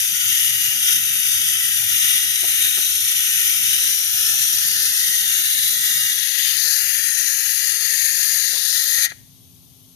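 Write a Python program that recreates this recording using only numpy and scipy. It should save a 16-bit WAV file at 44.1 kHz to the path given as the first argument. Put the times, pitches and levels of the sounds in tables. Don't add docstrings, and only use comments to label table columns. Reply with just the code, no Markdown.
import sys
import numpy as np
from scipy import signal
from scipy.fft import rfft, irfft
from scipy.io import wavfile
from scipy.ndimage import map_coordinates

SR = 44100
rng = np.random.default_rng(int(sys.argv[2]) if len(sys.argv) > 2 else 0)


def unload_audio(sound):
    columns = np.transpose(np.atleast_2d(sound))
    steps = np.round(np.clip(columns, -1, 1) * 32767)
    wavfile.write(sys.argv[1], SR, steps.astype(np.int16))


N = 438794
TIME = np.arange(N) / SR
FRAME = 1024

# (frequency [Hz], left [dB], right [dB])
JET_COLOUR = [(1190, -10, -13), (2520, 0.36, -1.2), (5390, -4.5, -7.5), (8560, 3.67, 2.3),
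              (11100.0, -0.84, -2.1), (14500, 11.5, 1)]
# (frequency [Hz], width [Hz], left [dB], right [dB], added left by the cupped hand [dB],
#  added right by the cupped hand [dB], added by the hand at the valve [dB], phase of the right side [rad])
PEAKS_AND_DIPS = [(1956, 272, -0.2, -4.5, 18.5, 2.5, 4.5, -0.57),
                  (1937, 59, 6, 12.5, -7.5, -4.5, -8.5, 1.5), (2045, 51, -8, 1.7, 0.8, 6, 0, 1.3),
                  (2192, 133, 5.5, -0.5, -12, 0, -9, -0.14), (2560, 140, 0.1, 0.5, 0.4, -8, -3, -0.36),
                  (2856, 157, 7.0, 4.5, 0.2, -3, -9.5, -0.25), (3270, 57, 1.5, 4, -3, 1.5, -2, -0.04),
                  (3745.0, 275, 5.5, 2, -0.7, 1.3, -2.5, -1.1), (4053, 98, -5, -8.3, 12, 9, 7.5, -1.7),
                  (4314, 53, -1.5, 1.5, 5, -14, -7.5, 1.8), (4408, 142, 0.3, -1, 11, 8.9, 10.5, 1.2),
                  (4845, 234, 3, -1.3, 12.5, 3, -3, 0.0), (5370, 134, 1.2, -1, 3, -4, 11.5, 0.8),
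                  (6000, 332.0, 9, 4.5, 2, -2.5, 4.5, -0.65), (6380, 126, 4.9, -0.5, 2.5, -2, -5, -0.3),
                  (6705.0, 200, -3, -7.5, 15.5, -1.2, 5, 2.5), (7180, 80, 4.5, -1, 3.5, -3.1, 1.5, 1.7),
                  (7525, 88, 10, 5.5, -11, -1.9, 6, 1.5), (7708, 238, -29, -24.5, 25, 10, -3, 2.1),
                  (8005, 114, -19, -28, 1, 4.1, -3, 0.2), (9150, 120, 3, -2, 3, -1, -2.5, 0),
                  (9760, 240, 5.5, 2, 0.1, -6, -0.5, -1.5), (10600, 330, 9, 4.5, 7.5, 1.5, 1, 2.06),
                  (11440, 226, 6.5, 6.5, 4.5, -2, -1.8, 0.3), (12630, 480, -6.2, -3, 6, -0.5, 3, 2.1),
                  (12800, 86, 6, 4.5, -1.6, 2, 0, -1), (13800, 274.0, -5.5, 0, 7.5, 3, -0.5, 0.4),
                  (14660, 370, -12, -6.3, 4.5, -6, -3, 1)]
# (time [s], flow [dB], tilt above 2 kHz [dB per octave])
VALVE = [(8.93, -1.5, -0.4735), (9.054, 2, -1.7), (9.068, -2, -6.5), (9.085, -15, -6), (9.104, -7.5, -7.5),
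         (9.113, -12, -7.5), (9.121, -7, -10), (9.135, -32, -4), (9.2, -76, -4.5)]
# (time [s], cupped [0-1])
CUP = [(0.0, 0.22), (1.8, 0.09), (2.1, 0.14), (3.6, 0.0), (4.1, 0), (4.5, 0.0), (4.72, 0.45), (5.3, 0.47),
       (6.1, 0.6), (6.5, 0.82), (6.8, 0.76), (7.3, 0.98), (8.3, 0.99), (8.6, 0.8), (9.0, 0.87)]
# (time [s], frequency [Hz], height [dB])
FINGER_GAP = [(0.0, 3230, 5.3), (2.0, 3260, 3.5), (3.4, 3240, 3.5), (4.4, 2983.0, 5.5), (4.9, 3270, 3.5),
              (5.8, 3660, 8), (6.5, 3401.0, 7), (6.8, 3820, -1), (7.1, 4573.0, -7), (7.5, 4600, -3.5),
              (7.9, 4320, -2.5), (8.3, 4170, -4), (8.56, 3597.0, 8), (9.0, 3820, -0.2)]
# (time [s], frequency [Hz], height [dB])
PALM_ECHO = [(0.0, 4200, -5.4), (1.8, 4150, -6.5), (2.4, 4750, 0), (2.7, 4887.0, -8), (3.6, 4500, -1.1),
             (4.45, 4897.0, -5), (4.7, 4800, 3), (5.2, 5100, -0.5), (5.6, 4700.0, -5), (6.2, 4675.0, 0.48),
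             (6.6, 4500, -1), (6.9, 4460, -3.5), (7.2, 5870, 4), (7.8, 5781.0, 2.5), (8.3, 5100, -1.9),
             (8.55, 5220.0, 7), (9.0, 5400, -5)]
# (time [s], frequency [Hz], height [dB])
GRIP_DIP = [(0.0, 2034.0, -2.9), (2.2, 2106.0, -1.5), (3.6, 2000, -2.8), (4.4, 2090, -2.5),
            (4.9, 2304.0, -8), (5.3, 2561.0, -5.5), (6.0, 2560, -9), (6.4, 2870, 3), (6.7, 3072.0, -3.5),
            (7.0, 3268.0, 5), (8.2, 2900, -5), (8.65, 2281.0, -5), (9.0, 2838.0, -7)]
# (time of the turn [s], half-length [s], nearness [0-1])
REACHES = [(1.859, 0.079, 0.4), (2.107, 0.08, 0.0), (2.98, 0.098, 0.53), (4.37, 0.5, 0.87),
           (6.704, 0.076, 0.7), (8.688, 0.19, 0.605)]
# (time [s], level [dB])
HAND_SCREEN = [(6.14, -0.5), (6.21, -9), (8.65, -9.5), (8.97, -6.5)]
# (time at the middle [s], half-length [s], level [dB])
FINGER_SHIFTS = [(2.11, .06, 0.5), (3.5, .3, .5), (5.755, 0.58, -0.8), (6.687, .035, 1),
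                 (7.075, .061, -1.3), (8.04, .062, 1.5), (8.61, .038, -2.5), (8.777, .029, 1.3)]
# (frequency [Hz], left [dB per Hz], right [dB per Hz])
LEFTOVER_HISS = [(150, -105, -105), (280, -85, -87), (480, -93, -101), (750, -94, -102), (1100, -96, -107),
                 (1500, -106, -118), (2400, -98, -113), (3200, -89, -104), (5300, -91, -107),
                 (6350, -86, -103), (7600, -99, -110), (8600, -92, -101), (10200, -91, -94),
                 (11000, -85, -94), (12400, -88, -90), (14500, -89, -98)]
# (time [s], peak [dB], rattle half-length [s], centre of its modes [Hz], spread [octaves], fall by 60 dB [s])
KNOCKS = [(2.443, -27.5, 0.011, 430, 0.83, 0.042), (2.775, -21.5, .002, 1500, 1, .025),
          (2.783, -32, 0.0086, 380, 0.7, .035), (8.555, -47, .004, 170, 0.36, .06),
          (9.119, -26, 0.0012, 2600, 3, 0.0073)]
# (frequency [Hz], relative level [dB])
TOOL_MODES = [(180, -8), (323, 8), (455, 3.5), (641, 3), (740, -1), (980, -20), (1265, 6.5), (1453, 1),
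              (1900, -6), (2450, -7), (3200, -7), (4100, -8)]
# (time [s], frequency [Hz], peak on the left [dB])
BLIPS = [(0.718, 905, -49), (0.765, 830, -51), (0.822, 800, -50), (1.828, 820, -46), (2.503, 790, -48),
         (4.15, 783, -49), (4.342, 810, -44), (4.576, 780, -50), (4.932, 923, -50), (5.236, 830, -48),
         (5.41, 760, -51), (7.456, 830, -58), (8.54, 457, -45), (8.543, 737, -46), (8.566, 974, -46),
         (8.567, 1163, -48), (8.99, 834, -54), (9.066, 810, -50)]
# (time [s], peak [dB])
PUFF_LEVEL = [(0, -49.5), (6.1, -52.5), (6.3, -58.5), (9, -57)]
# (time [s], level [dB], left minus right [dB])
RUMBLE_LEVEL = [(0, -49.5, -3), (2.0, -49, -2), (2.7, -53.5, -6), (6.1, -52, -4.5), (6.3, -64.5, -13),
                (8.8, -64.5, -13), (9.15, -54, 3), (9.95, -57, 3)]
# (frequency [Hz], relative level [dB])
RUMBLE_COLOUR = [(20, -45), (40, -18), (60, -4), (95, 10), (130, 7), (175, 4.5), (225, -4.5), (290, -8),
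                 (340, -40), (420, -48), (1000, -35)]
# (frequency [Hz], level [dB])
HUM = [(59.5, -74), (118.6, -65.5), (172.3, -67.5), (258.4, -63)]
# (frequency [Hz], threshold [spreads of the chance])
LUMPS = [(50, .1), (120, -0.56), (190, .1), (260, 1.87), (350, 2.5), (450, 0)]


def jet(level_db=-57.5, surge_db=0.88, flutter_db=0.75, lowest_hz=1270, drift_db=2.54, treble_drift_db=2.34):
    flow_db, _ = curves(VALVE, TIME)
    air = turbulence(shared=0.67)
    air = air * undb(level_db + flow_db + surge_db * walk(14) + flutter_db * walk(150))
    air = surroundings(air, bay_db=-15, bay_t60=0.057, garage_db=-20, garage_t60=0.56)

    overlap = FRAME - FRAME // 4
    hz, s, frames = signal.stft(air, SR, nperseg=FRAME, noverlap=overlap)
    _, tilt = curves(VALVE, s)
    octaves_above_2k = np.log2(np.maximum(hz / 2000, 1))
    depth_db = np.interp(hz, [5000, 9000], [drift_db, treble_drift_db])[:, None]
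    wander_db = depth_db * drift(hz, s, spacing_hz=95, rate=4.5)
    shade = undb(np.outer(octaves_above_2k, tilt) + wander_db)
    frames = frames * outlet_colour(hz, s) * shade
    sound = signal.istft(frames, SR, nperseg=FRAME, noverlap=overlap)[1][:, :N]

    low_cut = signal.cheby1(12, 0.5, lowest_hz, "high", fs=SR, output="sos")
    return signal.sosfilt(low_cut, sound)


def turbulence(shared):
    return np.sqrt(shared) * white(channels=1) + np.sqrt(1 - shared) * white()


def outlet_colour(hz, s, cup_left_db=-4.5, cup_right_db=0.5, reach_rest=0.17, port_lag_ms=0.1646):
    cup, = curves(CUP, s)
    screen_db, = curves(HAND_SCREEN, s)
    reach = reach_rest + sum((near - reach_rest) * bell(s, when, span) for when, span, near in REACHES)
    finger_db = sum(db * bell(s, when, span) for when, span, db in FINGER_SHIFTS)
    (centre, width, left_peak, right_peak, left_cup, right_cup,
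     reach_peak, phase) = np.transpose(PEAKS_AND_DIPS)
    humps = bell(hz[:, None], centre, width)

    left_glides, right_glides = (glide(FINGER_GAP, hz, s, width_hz=313, right_share=0.15)
                                 + glide(PALM_ECHO, hz, s, width_hz=170, right_share=1.5)
                                 + glide(GRIP_DIP, hz, s, width_hz=114, right_share=1))
    left_palm = np.outer(cup_left_db + humps @ left_cup, cup) + left_glides
    right_palm = np.outer(cup_right_db + humps @ right_cup, cup) + right_glides

    both = finger_db + np.outer(humps @ reach_peak, reach)
    left_jet, right_jet = spectra(JET_COLOUR, hz)
    left = (left_jet + humps @ left_peak)[:, None] + both + left_palm
    right = (right_jet + humps @ right_peak)[:, None] + both + right_palm + screen_db
    turn = humps @ phase - 2 * np.pi * hz * port_lag_ms / 1000
    return np.array([undb(left), undb(right) * np.exp(1j * turn)[:, None]])


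def glide(table, hz, s, width_hz, right_share):
    centre_hz, db = curves(table, s)
    hump = db * bell(hz[:, None], centre_hz, width_hz)
    return np.array([hump, right_share * hump])


def leftover_hiss(start_s=9.06, rise_s=0.016):
    air = surroundings(turbulence(shared=0.35), bay_db=-5.5, bay_t60=0.031, garage_db=-6, garage_t60=0.65)
    fade_in = np.clip((TIME - start_s) / rise_s, 0, 1)
    return coloured(air, LEFTOVER_HISS) * fade_in


def knocks(rattle=0.068, left_db=2):
    out, t = np.zeros(N), TIME[:SR // 4]
    hz, mode_db = np.transpose(TOOL_MODES)
    modes = undb(mode_db)[:, None] * np.cos(2 * np.pi * np.outer(hz, t))
    lead = SR // 20
    for s, db, rattle_s, centre_hz, octaves, t60 in KNOCKS:
        push = rattle * rng.standard_normal(len(t)) * bell(t, t[lead], rattle_s)
        push[lead] += 1
        mode_share = bell(np.log2(hz / centre_hz), 0, octaves)
        ring = mode_share @ modes * decay(t, t60)
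        knock = signal.fftconvolve(push, ring)[:len(t)]
        start = int(s * SR) - lead
        out[start:start + len(t)] += undb(db) * knock / np.abs(knock).max()
    heard = surroundings(out, bay_db=0.5, bay_t60=0.033, garage_db=-35, garage_t60=0.21)
    return heard * undb([[left_db], [0]])


def blips(half_length_s=0.01, right_db=-5):
    tones = sum(undb(db) * bell(TIME, s, half_length_s) * np.sin(2 * np.pi * hz * TIME)
                for s, hz, db in BLIPS)
    return tones * undb([[0], [right_db]])


def burble(count=46, low_hz=205, high_hz=290, half_length_s=0.011, scatter_db=3):
    out = np.zeros(N)
    last_s = PUFF_LEVEL[-1][0]
    for when, pitch, size in rng.random((count, 3)):
        s = when * last_s
        hz = low_hz + pitch * (high_hz - low_hz)
        level_db, = curves(PUFF_LEVEL, s)
        puff_db = level_db + scatter_db * (2 * size - 1.5)
        near = np.abs(TIME - s) < 0.1
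        t = TIME[near]
        out[near] += undb(puff_db) * bell(t, s, half_length_s) * np.sin(2 * np.pi * hz * t)
    return out


def workshop(side=0.84, waver_db=1, waver_rad=0.32, gap_db=55):
    mid, apart = coloured(white(), RUMBLE_COLOUR)
    level_db, balance_db = curves(RUMBLE_LEVEL, TIME)
    sides = np.array([[1], [-1]])
    rumble = undb(level_db) * (mid + side * sides * apart) / mid.std()
    hum = np.zeros(N)
    for tone_hz, db in HUM:
        loudness = np.sqrt(2) * undb(db + waver_db * walk(2.41))
        hum += loudness * np.sin(2 * np.pi * tone_hz * TIME + waver_rad * walk(7.7))

    hz, s, frames = signal.stft(rumble + hum, SR, nperseg=FRAME)
    flow_db, _ = curves(VALVE, s)
    threshold, = curves(LUMPS, hz)
    gaps = np.clip(drift(hz, s, spacing_hz=80, rate=19) - threshold[:, None], -2, 0)
    frames = frames * undb(gap_db * gaps * undb(flow_db))
    low = signal.istft(frames, SR, nperseg=FRAME)[1][:, :N]
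    return low * undb(sides * balance_db / 2)


def surroundings(x, bay_db, bay_t60, garage_db, garage_t60):
    t = TIME[:SR // 2]
    response = np.zeros((2, len(t)))
    response[:, 0] = 1
    for db, t60 in ((bay_db, bay_t60), (garage_db, garage_t60)):
        tail = rng.standard_normal(response.shape) * decay(t, t60) * (t > 0.003)
        response += undb(db) * tail / np.linalg.norm(tail, axis=1, keepdims=True)
    response /= np.linalg.norm(response, axis=1, keepdims=True)
    return signal.fftconvolve(np.atleast_2d(x), response, axes=1)[:, :N]


def white(channels=2):
    return rng.standard_normal((channels, N)) * np.sqrt(SR / 2)


def coloured(x, table):
    gain = undb(spectra(table, np.fft.rfftfreq(N, 1 / SR)))
    return irfft(rfft(x) * gain, N)


def walk(rate):
    knots = rng.standard_normal(int(rate * N / SR) + 2)
    return np.interp(TIME * rate, np.arange(len(knots)), knots)


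def drift(hz, s, spacing_hz, rate):
    rows, columns = np.meshgrid(hz / spacing_hz, s * rate, indexing="ij")
    knots = rng.standard_normal((256, 256))
    return map_coordinates(knots, [rows, columns], order=2, mode="mirror")


def decay(t, t60):
    return np.exp(-np.log(1000) * t / t60)


def bell(x, centre, width):
    return np.exp(-0.5 * ((x - centre) / width) ** 2)


def undb(db):
    return 10 ** (np.asarray(db) / 20)


def curves(table, at):
    points, *columns = np.transpose(table)
    return [np.interp(at, points, column) for column in columns]


def spectra(table, hz):
    points, *columns = np.transpose(table)
    return np.array([np.interp(np.log(hz + 1), np.log(points), column) for column in columns])


def scene():
    return jet() + leftover_hiss() + knocks() + blips() + burble() + workshop()


def record(dry, top_hz=14500):
    top_cut = signal.ellip(12, 0.2, 90, top_hz, fs=SR, output="sos")
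    return signal.sosfilt(top_cut, dry)


dry = scene()
out = record(dry)
unload_audio(out)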